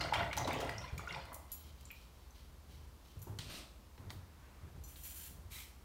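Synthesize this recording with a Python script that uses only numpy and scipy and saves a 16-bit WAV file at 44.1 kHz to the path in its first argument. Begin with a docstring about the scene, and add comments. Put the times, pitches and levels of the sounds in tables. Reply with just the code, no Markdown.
"""In a small room with a low hum, a paintbrush churns in a plastic pot: the water sloshes, gurgles and
bubbles. At about 1.3 s the metal ferrule clinks on the rim; as the last bubbles pop, wet bristles dab
in the wells of a plastic palette. After 3 s come more clinks, taps and a wipe, then a sleeve rustles.
Near 5 s the brush drags over a pan of paint, its ferrule singing, and ends with a quick scrub.
All along, the table rumbles and bumps softly under the arm."""
import sys
import numpy as np
from scipy import signal
from scipy.fft import rfft, irfft
from scipy.io import wavfile
from scipy.ndimage import uniform_filter1d

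SR = 44100
rng = np.random.default_rng(int(sys.argv[2]) if len(sys.argv) > 2 else 0)


def generate_wav(signal):
    """Clip the signal to [-1, 1] and save it as 16-bit WAV at the path in sys.argv[1]."""
    frames = np.transpose(np.atleast_2d(signal))
    scaled = np.clip(frames, -1, 1) * 32767
    pcm = np.round(scaled).astype(np.int16)
    wavfile.write(sys.argv[1], SR, pcm)


N = 257544

# resonances of a palette well: f/Hz, width/Hz, lift/dB
WELL_RESONANCES = [(2140, 230, 6.5), (3090, 150, 8), (3420, 90, 1), (3940, 160, 8), (4460, 180, 4)]


def amp(db):
    """Decibels to gain."""
    return 10 ** (np.asarray(db) / 20)


def unit(x):
    """Scales to an rms of one."""
    return x / np.sqrt(np.mean(x ** 2) + 1e-20)


def read(points, hz):
    """Reads a curve along a log-frequency axis."""
    f, value = np.transpose(points)
    return np.interp(np.log(hz + 1), np.log(f + 1), value)


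def add(mix, start, sound):
    """Lays a sound into the mix at start seconds."""
    part = mix[max(round(start * SR), 0):][:len(sound)]
    part += sound[:len(part)]


def decay(t, t60):
    """Falls by 60 dB every t60 seconds."""
    return np.exp(-np.log(1000) * t / max(t60, 1e-3))


def envelope(strokes, rise_s, t60, level_column=2):
    """Gain over a run of strokes: each swells, holds while the hand pushes, then dies away."""
    power = np.zeros(N)
    for stroke in strokes:
        start, push = stroke[:2]
        t = np.arange(N) / SR - start
        swell = np.sin(np.pi / 2 * np.clip(t / rise_s, 0, 1)) ** 2
        release = decay(np.maximum(t - push, 0), t60)
        power += (amp(stroke[level_column]) * swell * release) ** 2
    return np.sqrt(power)


def colour(x, eq, tilt_db=0, peaks=()):
    """Shapes x with an EQ curve, a tilt per octave above 500 Hz and resonant peaks; rms one."""
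    hz = np.fft.rfftfreq(len(x), 1 / SR)
    db = read(eq, hz) + tilt_db * np.log2(np.maximum(hz, 500) / 500)
    for f, width, lift_db in peaks:
        db += lift_db / (1 + (2 * (hz - f) / width) ** 2)
    return unit(irfft(rfft(x) * amp(db), len(x)))


def wander(seconds):
    """A smooth random drift of rms one."""
    size = max(int(seconds * SR), 1)
    return unit(uniform_filter1d(uniform_filter1d(rng.standard_normal(N), size), size))


def flicker(x, depth_db=1.1):
    """Makes the spectrum flicker in small random patches, as things slip unevenly; rms one."""
    spectra = signal.stft(x, SR, nperseg=512, noverlap=384)[2]
    patches = uniform_filter1d(rng.standard_normal(spectra.shape), size=5, axis=0)
    patches = unit(uniform_filter1d(patches, size=9, axis=1))
    return unit(signal.istft(spectra * amp(depth_db * patches), SR, nperseg=512, noverlap=384)[1][:N])


def clicks(per_s, spread_db):
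    """Random clicks; a positive spread makes a few louder, a negative one a few softer."""
    size = amp(spread_db * np.minimum(rng.exponential(1, N), 4))
    return size * rng.choice([-1, 1], N) * (rng.random(N) < per_s / SR)


def bursts(hits, eq, rise_s=0.00027):
    """Hits of coloured noise with a sharp attack."""
    out, t = np.zeros(N), np.arange(SR // 5) / SR
    for start, db, t60, tilt_db in hits:
        shape = decay(t, t60) * (1 - np.exp(-t / rise_s))
        add(out, start, amp(db) * shape * colour(rng.standard_normal(len(t)), eq, tilt_db))
    return out


def ping(hz, t60, glide, onset_cycles=1.0):
    """A damped sine climbing by glide octaves per t60, as a bubble does near the surface."""
    t = np.arange(int(max(t60, .002) * SR)) / SR
    phase = 2 * np.pi * np.cumsum(hz * 2 ** (glide * t / t60)) / SR
    return np.sin(phase) * decay(t, t60) * (1 - np.exp(-t * hz / onset_cycles))


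def swarm(lo_hz, hi_hz, per_s, cycles, spread_db, sizes=36):
    """A cloud of bubbles of many sizes, each ringing for roughly so many cycles."""
    out = np.zeros(N)
    for hz in np.geomspace(lo_hz, hi_hz, sizes):
        bubble = ping(hz, t60=cycles / hz * rng.uniform(0.33, 1.4), glide=0.12)
        out += signal.oaconvolve(clicks(per_s / sizes, spread_db), bubble)[:N] * hz
    return unit(out)


def room(x, wet_db):
    """Adds dense reflections that die at their own speed in each band."""
    reverb_times = [(150, 0.16), (600, 0.55), (2500, 0.45), (6000, 0.45), (14000, 0.26)]  # small room: f/Hz, t60/s
    hz, t, spectra = signal.stft(rng.standard_normal(SR // 2), SR, nperseg=256)
    fade = np.exp(-np.log(1000) * t / read(reverb_times, hz)[:, None])
    tail = signal.istft(spectra * fade, SR, nperseg=256)[1]
    tail *= 1 - np.exp(-np.arange(len(tail)) / SR / 0.0016)  # reflections build up
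    return x + amp(wet_db) * signal.fftconvolve(x, tail / np.linalg.norm(tail))[:N]


def room_tone():
    """A bed of still air and a low, wavering hum."""
    air_eq = [(15, -45), (25, -15), (40, -2), (60, 2.5), (90, -10), (130, -11.5), (200, -13.5),
              (400, -19.5), (750, -22), (1000, -20.5), (1800, -29), (4500, -31.5), (10400, -37),
              (12500, -35), (15500, -38.5)]  # room air: f/Hz, level/dB
    hum_tones = [(57, -65), (74, -63.5)]  # low hum: f/Hz, level/dB
    t = np.arange(N) / SR
    out = amp(-59.5) * colour(rng.standard_normal(N), air_eq)
    for hz, db in hum_tones:
        waver = amp(3 * wander(seconds=.3))
        phase = 2 * np.pi * hz * t + 0.44 * wander(seconds=0.076)
        out += amp(db) * waver * np.sqrt(2) * np.sin(phase)
    return out


def sleeve():
    """Soft, dull friction of cloth as the arm moves."""
    rustles = [(3.95, 0.49, -74), (4.38, 0.27, -70)]  # arm moves: t/s, push/s, level/dB
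    cloth_eq = [(300, -16), (700, -3), (1200, 7), (2300, -1), (4000, -14), (8000, -34)]  # rubbing cloth: f/Hz, level/dB
    return envelope(rustles, rise_s=0.06, t60=.9) * flicker(colour(rng.standard_normal(N), cloth_eq))


def table():
    """The table top knocks dully, rumbles as the arm shoves it and gives soft, low bumps."""
    knocks = [(3.27, -52, 0.56, -0.5), (3.388, -53, .12, 2.5), (3.98, -61.5, 0.37, 0),
              (4.106, -54.5, 0.31, 3)]  # dull knocks: t/s, level/dB, t60/s, tilt/dB per octave
    wood_eq = [(150, -14), (300, 5), (600, -8), (900, -3.5), (1250, -10.5), (2000, -27), (5000, -28.5)]  # knocked table top: f/Hz, level/dB
    shoves = [(-.04, .1, -44.5), (.15, 0.096, -43), (.34, 0.24, -46), (.62, 0.093, -48.5),
              (.75, 0.091, -53), (.915, 0.075, -46.5), (1.09, 0.11, -52.5), (1.25, 0.082, -65),
              (1.63, 0.037, -58.5), (1.8, 0.09, -66.5), (2.66, 0.15, -61.5), (3.14, .08, -55.5),
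              (3.27, 0.13, -52), (3.44, 0.079, -59), (3.84, 0.055, -64.5), (3.98, 0.19, -54),
              (4.36, 0.12, -66.5), (4.615, 0.044, -54.5), (4.74, 0.04, -53.5), (5.27, 0.22, -58.5)]  # shoves of the arm: t/s, push/s, level/dB
    rumble_eq = [(30, -17), (60, 2), (90, 5), (125, 5), (180, -4.5), (250, -13.5), (400, -12), (900, -23.5),
                 (1600, -28), (4000, -44.5)]  # shoved table: f/Hz, level/dB
    bumps = [(0.528, -51, 70, 0.11), (0.93, -33, 72, 0.14), (.946, -48, 106, 0.089),
             (1.513, -44.5, 42.3, 0.22), (3.167, -40, 95.7, 0.22), (3.296, -35.5, 102.6, 0.24),
             (3.32, -52, 134, .1), (3.39, -32, 104, 0.08), (4, -44, 115, 0.11), (4.064, -41.5, 94, 0.21),
             (4.164, -43.5, 90, 0.46), (4.632, -39, 79.3, 0.28), (4.769, -43, 77, .25),
             (5.455, -40.5, 85, 0.14)]  # soft bumps: t/s, level/dB, f/Hz, t60/s
    out = bursts(knocks, wood_eq)
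    out += envelope(shoves, rise_s=0.025, t60=0.54) * colour(rng.standard_normal(N), rumble_eq)
    for start, db, hz, t60 in bumps:
        add(out, start, amp(db) * ping(hz, t60, glide=0, onset_cycles=0.45))
    return out


def palette_taps():
    """The brush strikes the plastic palette with short, bright clacks."""
    taps = [(3.3872, -39.5, 0.048, 1.2), (3.404, -50, 0.22, 1.5), (3.978, -59, 0.044, -7),
            (4.097, -51, 0.014, -2), (4.1035, -38.5, 0.021, -3), (4.958, -53.5, 0.045, 0),
            (5.585, -52, .03, -1)]  # brush taps: t/s, level/dB, t60/s, tilt/dB per octave
    plastic_eq = [(240, -31), (500, -27), (1000, -6), (1900, -2.5), (2600, -3), (3800, 3.5), (5200, -3.5),
                  (7000, -10), (9000, -11), (10600, -20), (15500, -25)]  # struck palette: f/Hz, level/dB
    return bursts(taps, plastic_eq)


def bristle_dabs():
    """Wet hairs slip and catch in tiny clicks, coloured by the well."""
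    dabs = [(1.48, 0.22, -68), (1.76, 0.15, -71.5), (1.93, .09, -68), (2.12, 0.12, -75), (2.33, 0.07, -67),
            (2.675, 0.092, -67.5), (3.03, 0.09, -68.5)]  # soft dabs: t/s, push/s, level/dB
    dab_eq = [(800, -61), (1700, -10), (2400, -6), (3100, -2), (4400, -3.5), (5600, -3.5), (7500, -12),
              (15000, -12)]  # wet hairs: f/Hz, level/dB
    hairs = colour(clicks(6000, spread_db=4.5), dab_eq, peaks=WELL_RESONANCES)
    return envelope(dabs, rise_s=0.032, t60=0.42) * hairs


def bristle_wipe():
    """Hairs slip through the well in a fuller, smoother swish."""
    wipes = [(3.39, 0.078, -57.5), (3.47, 0.11, -50.5)]  # wiping strokes: t/s, push/s, level/dB
    wipe_eq = [(150, 2), (310, 3), (470, -10.5), (620, 2), (800, -10.5), (1200, -4.5), (1800, -8.5),
               (2800, -3), (3300, -4.5), (4000, -2.5), (5300, -7), (7000, -14), (9200, -10), (10600, -21),
               (13000, -14), (15500, -26)]  # sliding hairs: f/Hz, level/dB
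    hairs = colour(clicks(7700, spread_db=1.5), wipe_eq)
    return envelope(wipes, rise_s=0.038, t60=.38) * flicker(hairs)


def bristle_drag():
    """Hairs and ferrule rub over a pan of paint; the damped metal sings."""
    drags = [(4.86, 0.055, -56.5), (4.945, 0.096, -55.5), (5.025, 0.086, -48), (5.14, 0.12, -49)]  # dragging strokes: t/s, push/s, level/dB
    drag_eq = [(700, -23), (1500, -7.5), (2800, -5.5), (5000, -8), (7800, -5), (9000, -1.5), (13500, -2.5),
               (15500, 3.5)]  # bright friction: f/Hz, level/dB
    singing = [(3130, 160, 6), (4250, 150, 6), (5900, 110, 8), (7150, 190, 11), (8420, 200, 3),
               (11540, 130, 10), (12900, 140, 8), (15500, 410, -4)]  # rubbed ferrule's resonances: f/Hz, width/Hz, lift/dB
    friction = colour(clicks(8000, spread_db=3.0), drag_eq, peaks=singing)
    return envelope(drags, rise_s=.03, t60=.38) * flicker(friction)


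def bristle_scrub():
    """Hairs scrub quickly back, coloured by the well."""
    scrubs = [(5.495, .11, -51.5)]  # back stroke: t/s, push/s, level/dB
    scrub_eq = [(530, -36), (900, -13), (1350, -6), (1450, -14), (2280, -0.5), (2860, -5.5), (3850, -4),
                (4710, -9.5), (5240, -4), (6730, -7), (8440, -4.5), (10200, -9), (11600, -3), (15500, -7.5)]  # scrubbing hairs: f/Hz, level/dB
    hairs = colour(clicks(9000, spread_db=2.0), scrub_eq, peaks=WELL_RESONANCES)
    return envelope(scrubs, rise_s=0.032, t60=0.36) * flicker(hairs)


def ferrule_ring(t, place, ring_scale, chatter_hz=45):
    """One blow on the ferrule: the place of contact weights its modes, and chatter roughens them."""
    modes = [(4250, -19, -6.5, 0.17), (5400, -22, -27, 0.13), (6040, -15, 1, 0.31), (7130, -3, 4.5, 0.13),
             (7500, -28, -2, 0.075), (8720, -13, -22, 0.56), (9500, -17, -5, 0.13), (10200, -8, -25, .2),
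             (11700, 5.5, -3, 0.26), (12500, -10.5, 3, 0.29), (16300, -13, -13, 0.16),
             (15700, -6, -11, 0.56)]  # metal modes: f/Hz, side-hit level/dB, lip-hit level/dB, t60/s
    hz, side_db, lip_db, t60s = np.transpose(modes)
    gains = amp(side_db + np.clip(place, 0, 1) * (lip_db - side_db))
    pole = np.exp(-2 * np.pi * chatter_hz / SR)
    chatter = unit(signal.lfilter([1], [1, -pole], rng.standard_normal((len(hz), len(t)))))
    phases = 2 * np.pi * hz[:, None] * t + .9 * chatter
    ring = sum(gain * np.sin(phase) * decay(t, t60 * ring_scale)
               for gain, phase, t60 in zip(gains, phases, t60s))
    return ring * np.sqrt(2) / np.linalg.norm(gains)


def ferrule_clinks():
    """Metal meets the rim: a bright contact tick and a thin ring."""
    # blows: t/s, level/dB, place (0 side, 1 lip), ring time factor, tick level/dB relative to the ring
    clinks = [(1.33, -65, .4, 0.22, 13.5), (1.3437, -50, 0.38, 0.24, 7), (1.5181, -40, 0, 0.28, -7),
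              (1.525, -45.5, 0, 0.49, -4), (3.192, -67, 0.31, 0.56, 6), (3.218, -56, 0.96, 0.3, 2),
              (3.226, -51, 0, 0.26, -1), (4.838, -54, 1, 1, -8), (5.035, -50, 0.36, 0.94, -7),
              (5.146, -53, 0, 0.76, -7)]
    tick_eq = [(1000, -31), (3000, -9), (6000, -6), (9500, 1.5), (15500, 2.5)]  # metal on plastic: f/Hz, level/dB
    out, t = np.zeros(N), np.arange(SR // 2) / SR
    for start, db, place, ring_scale, tick_db in clinks:
        tick = colour(rng.standard_normal(len(t)), tick_eq) * decay(t, t60=0.045)
        add(out, start, amp(db) * (ferrule_ring(t, place, ring_scale) + amp(tick_db) * tick))
    return out


def wet_crack(hz, t60, rise_s=0.0012):
    """A bubble closes with a short splash of noise around its pitch."""
    t = np.arange(SR // 10) / SR
    band = [(hz / 4, -40), (hz / 1.3, -2), (hz * 1.3, -2), (hz * 2.5, -25), (hz * 6, -55)]
    return colour(rng.standard_normal(len(t)), band) * decay(t, t60) * (1 - np.exp(-t / rise_s))


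def single_bubbles():
    """Bubbles and drops that stand out, each with a wet crack; the larger ring lower and longer."""
    bubbles = [(.008, 4700, -35, 0.46), (.013, 4190, -29.5, 0.12), (.039, 4500, -35, 0.3),
               (0.057, 1405, -34.5, 0.45), (.1232, 855, -21, 0.68), (.1355, 2213, -29, 0.33),
               (0.14, 3180, -26, 0), (0.144, 1310, -32, 0.25), (.157, 2320, -32, .3),
               (.205, 1423, -27.5, 0.42), (.21, 693, -27.5, 0), (.231, 1920, -32.5, .2),
               (.312, 2200, -35.5, 0), (0.3294, 2310, -33, .2), (0.373, 834, -27.5, 0.68),
               (0.382, 5700, -29, 1), (.396, 753, -33, 0.24), (.413, 715, -32, 0.02),
               (.447, 3940, -35.5, .04), (.476, 948, -30.5, 0.1), (.479, 692, -33.5, 0.25),
               (.482, 467, -38, .14), (.508, 2095, -34, .24), (.539, 2600, -35, 0), (.617, 667, -33.5, 0.3),
               (.63, 700, -33.5, 0.05), (.692, 1960, -31.5, 0), (.7817, 5390, -35.5, 0.43),
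               (.841, 993, -37, 0.22), (0.979, 2290, -40, .3), (.982, 6460, -43, 0.6),
               (.994, 1210, -37.5, 0), (1.074, 1396, -33, 0.32), (1.108, 2100, -36, .17),
               (1.125, 5420, -42, 0.24), (1.127, 4210, -45, .2), (1.145, 2370, -38, .26),
               (1.161, 870, -34.5, 0.25), (1.319, 980, -41.5, 0.43), (1.854, 7050, -44, 0.8),
               (1.904, 2450, -41.5, .15), (1.91, 2350, -41, 0.2), (1.915, 13400, -42, .25),
               (2.307, 6100, -54, .24)]  # single plinks: t/s, f/Hz, level/dB, glide/octaves per t60
    out = np.zeros(N)
    for start, hz, db, glide in bubbles:
        t60 = 0.043 * (1000 / hz) ** 0.5
        add(out, start, amp(db) * ping(hz, t60, glide))
        add(out, start, amp(db - 8) * wet_crack(hz, min(t60, .024)))
    return out


def churned_water():
    """Large bubbles slosh and gurgle in the pot's cavity, small ones spray, and splashes snap."""
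    sweeps = [(-.02, 0.048, -45, -46.5), (.135, 0.056, -41.5, -48), (.37, 0.036, -47.5, -54),
              (.472, 0.068, -47, -49), (.6, 0.083, -48.5, -51.5), (.8, 0.035, -60, -52.5),
              (.975, 0.022, -57, -58), (1.068, .09, -54, -53.5), (1.25, 0.11, -60.5, -79)]  # brush through water: t/s, push/s, slosh level/dB, spray level/dB
    slosh_eq = [(120, -26), (220, -23), (310, 2), (400, -15.5), (520, -3.5), (680, -3.5), (950, -0.5),
                (1400, -13.5), (2500, -27), (6000, -31)]  # body of the water: f/Hz, level/dB
    pot_resonances = [(692, 70, 6.5), (900, 39, -3), (1460, 110, -1), (2038, 260, 22)]  # air in the pot: f/Hz, width/Hz, lift/dB
    spray_eq = [(500, -25), (1100, 4), (2100, -0.5), (3200, -3.5), (4500, -7.5), (6000, -14.5), (8500, -20),
                (15000, -28.5)]  # fine spray: f/Hz, level/dB
    deep_strokes = [(.4, .25, -45.5)]  # brush low in the pot: t/s, push/s, level/dB
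    gurgle_eq = [(120, -30), (240, 1), (300, -1.5), (390, 1.5), (470, -4), (580, -0.5), (720, -1.5),
                 (900, -16), (1500, -40)]  # deep gurgle: f/Hz, level/dB
    snaps = [(.008, -40.5, 0.081, 1), (.1355, -35.5, 0.094, 1.5), (.3295, -36.5, 0.042, 1.5),
             (.368, -36, 0.02, 6), (.375, -33.5, 0.03, 7.5), (.4745, -39.5, 0.072, 3), (.53, -41, 0.028, 9),
             (.603, -45, 0.11, 6), (.694, -44.5, 0.038, 5), (.9785, -43.5, 0.026, 10),
             (1.067, -54, .015, 10), (1.253, -53.5, 0.03, 6), (1.319, -44, 0.045, -14.5),
             (1.809, -54.5, .03, 10)]  # surface splashes: t/s, level/dB, t60/s, tilt/dB per octave
    slosh = swarm(248.7, 2517, per_s=600, cycles=26, spread_db=1.5) + 0.31 * rng.standard_normal(N)
    droplets = unit(clicks(2000, spread_db=5.0))
    spray = swarm(1117, 12660, per_s=1800, cycles=88, spread_db=4.5) + 0.34 * droplets
    gurgle = swarm(219, 825, per_s=160, cycles=14, spread_db=-3.0)
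    # the water is thrown up fast and settles slowly
    out = envelope(sweeps, rise_s=0.015, t60=0.57) * colour(slosh, slosh_eq, peaks=pot_resonances)
    out += envelope(sweeps, rise_s=0.015, t60=0.49, level_column=3) * colour(spray, spray_eq)
    out += envelope(deep_strokes, rise_s=0.037, t60=0.15) * colour(gurgle, gurgle_eq)
    return out + single_bubbles() + bursts(snaps, spray_eq)


def scene():
    """Mono mix: pot, ferrule and palette with room reverb; table, room tone and sleeve dry."""
    pot = room(churned_water(), wet_db=-4.5)
    metal = room(ferrule_clinks(), wet_db=-3.0)
    taps = room(palette_taps(), wet_db=-7)
    bristles = room(bristle_dabs() + bristle_wipe() + bristle_drag() + bristle_scrub(), wet_db=-6.5)
    return (pot + metal + taps + bristles + table() + room_tone() + sleeve())[None]


def record(dry):
    """A steep low-pass trims the top above 15.8 kHz."""
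    low_pass = signal.firwin(511, 15800, window=("kaiser", 9), fs=SR)
    return signal.oaconvolve(dry, low_pass[None], "same")


dry = scene()
out = record(dry)
generate_wav(out)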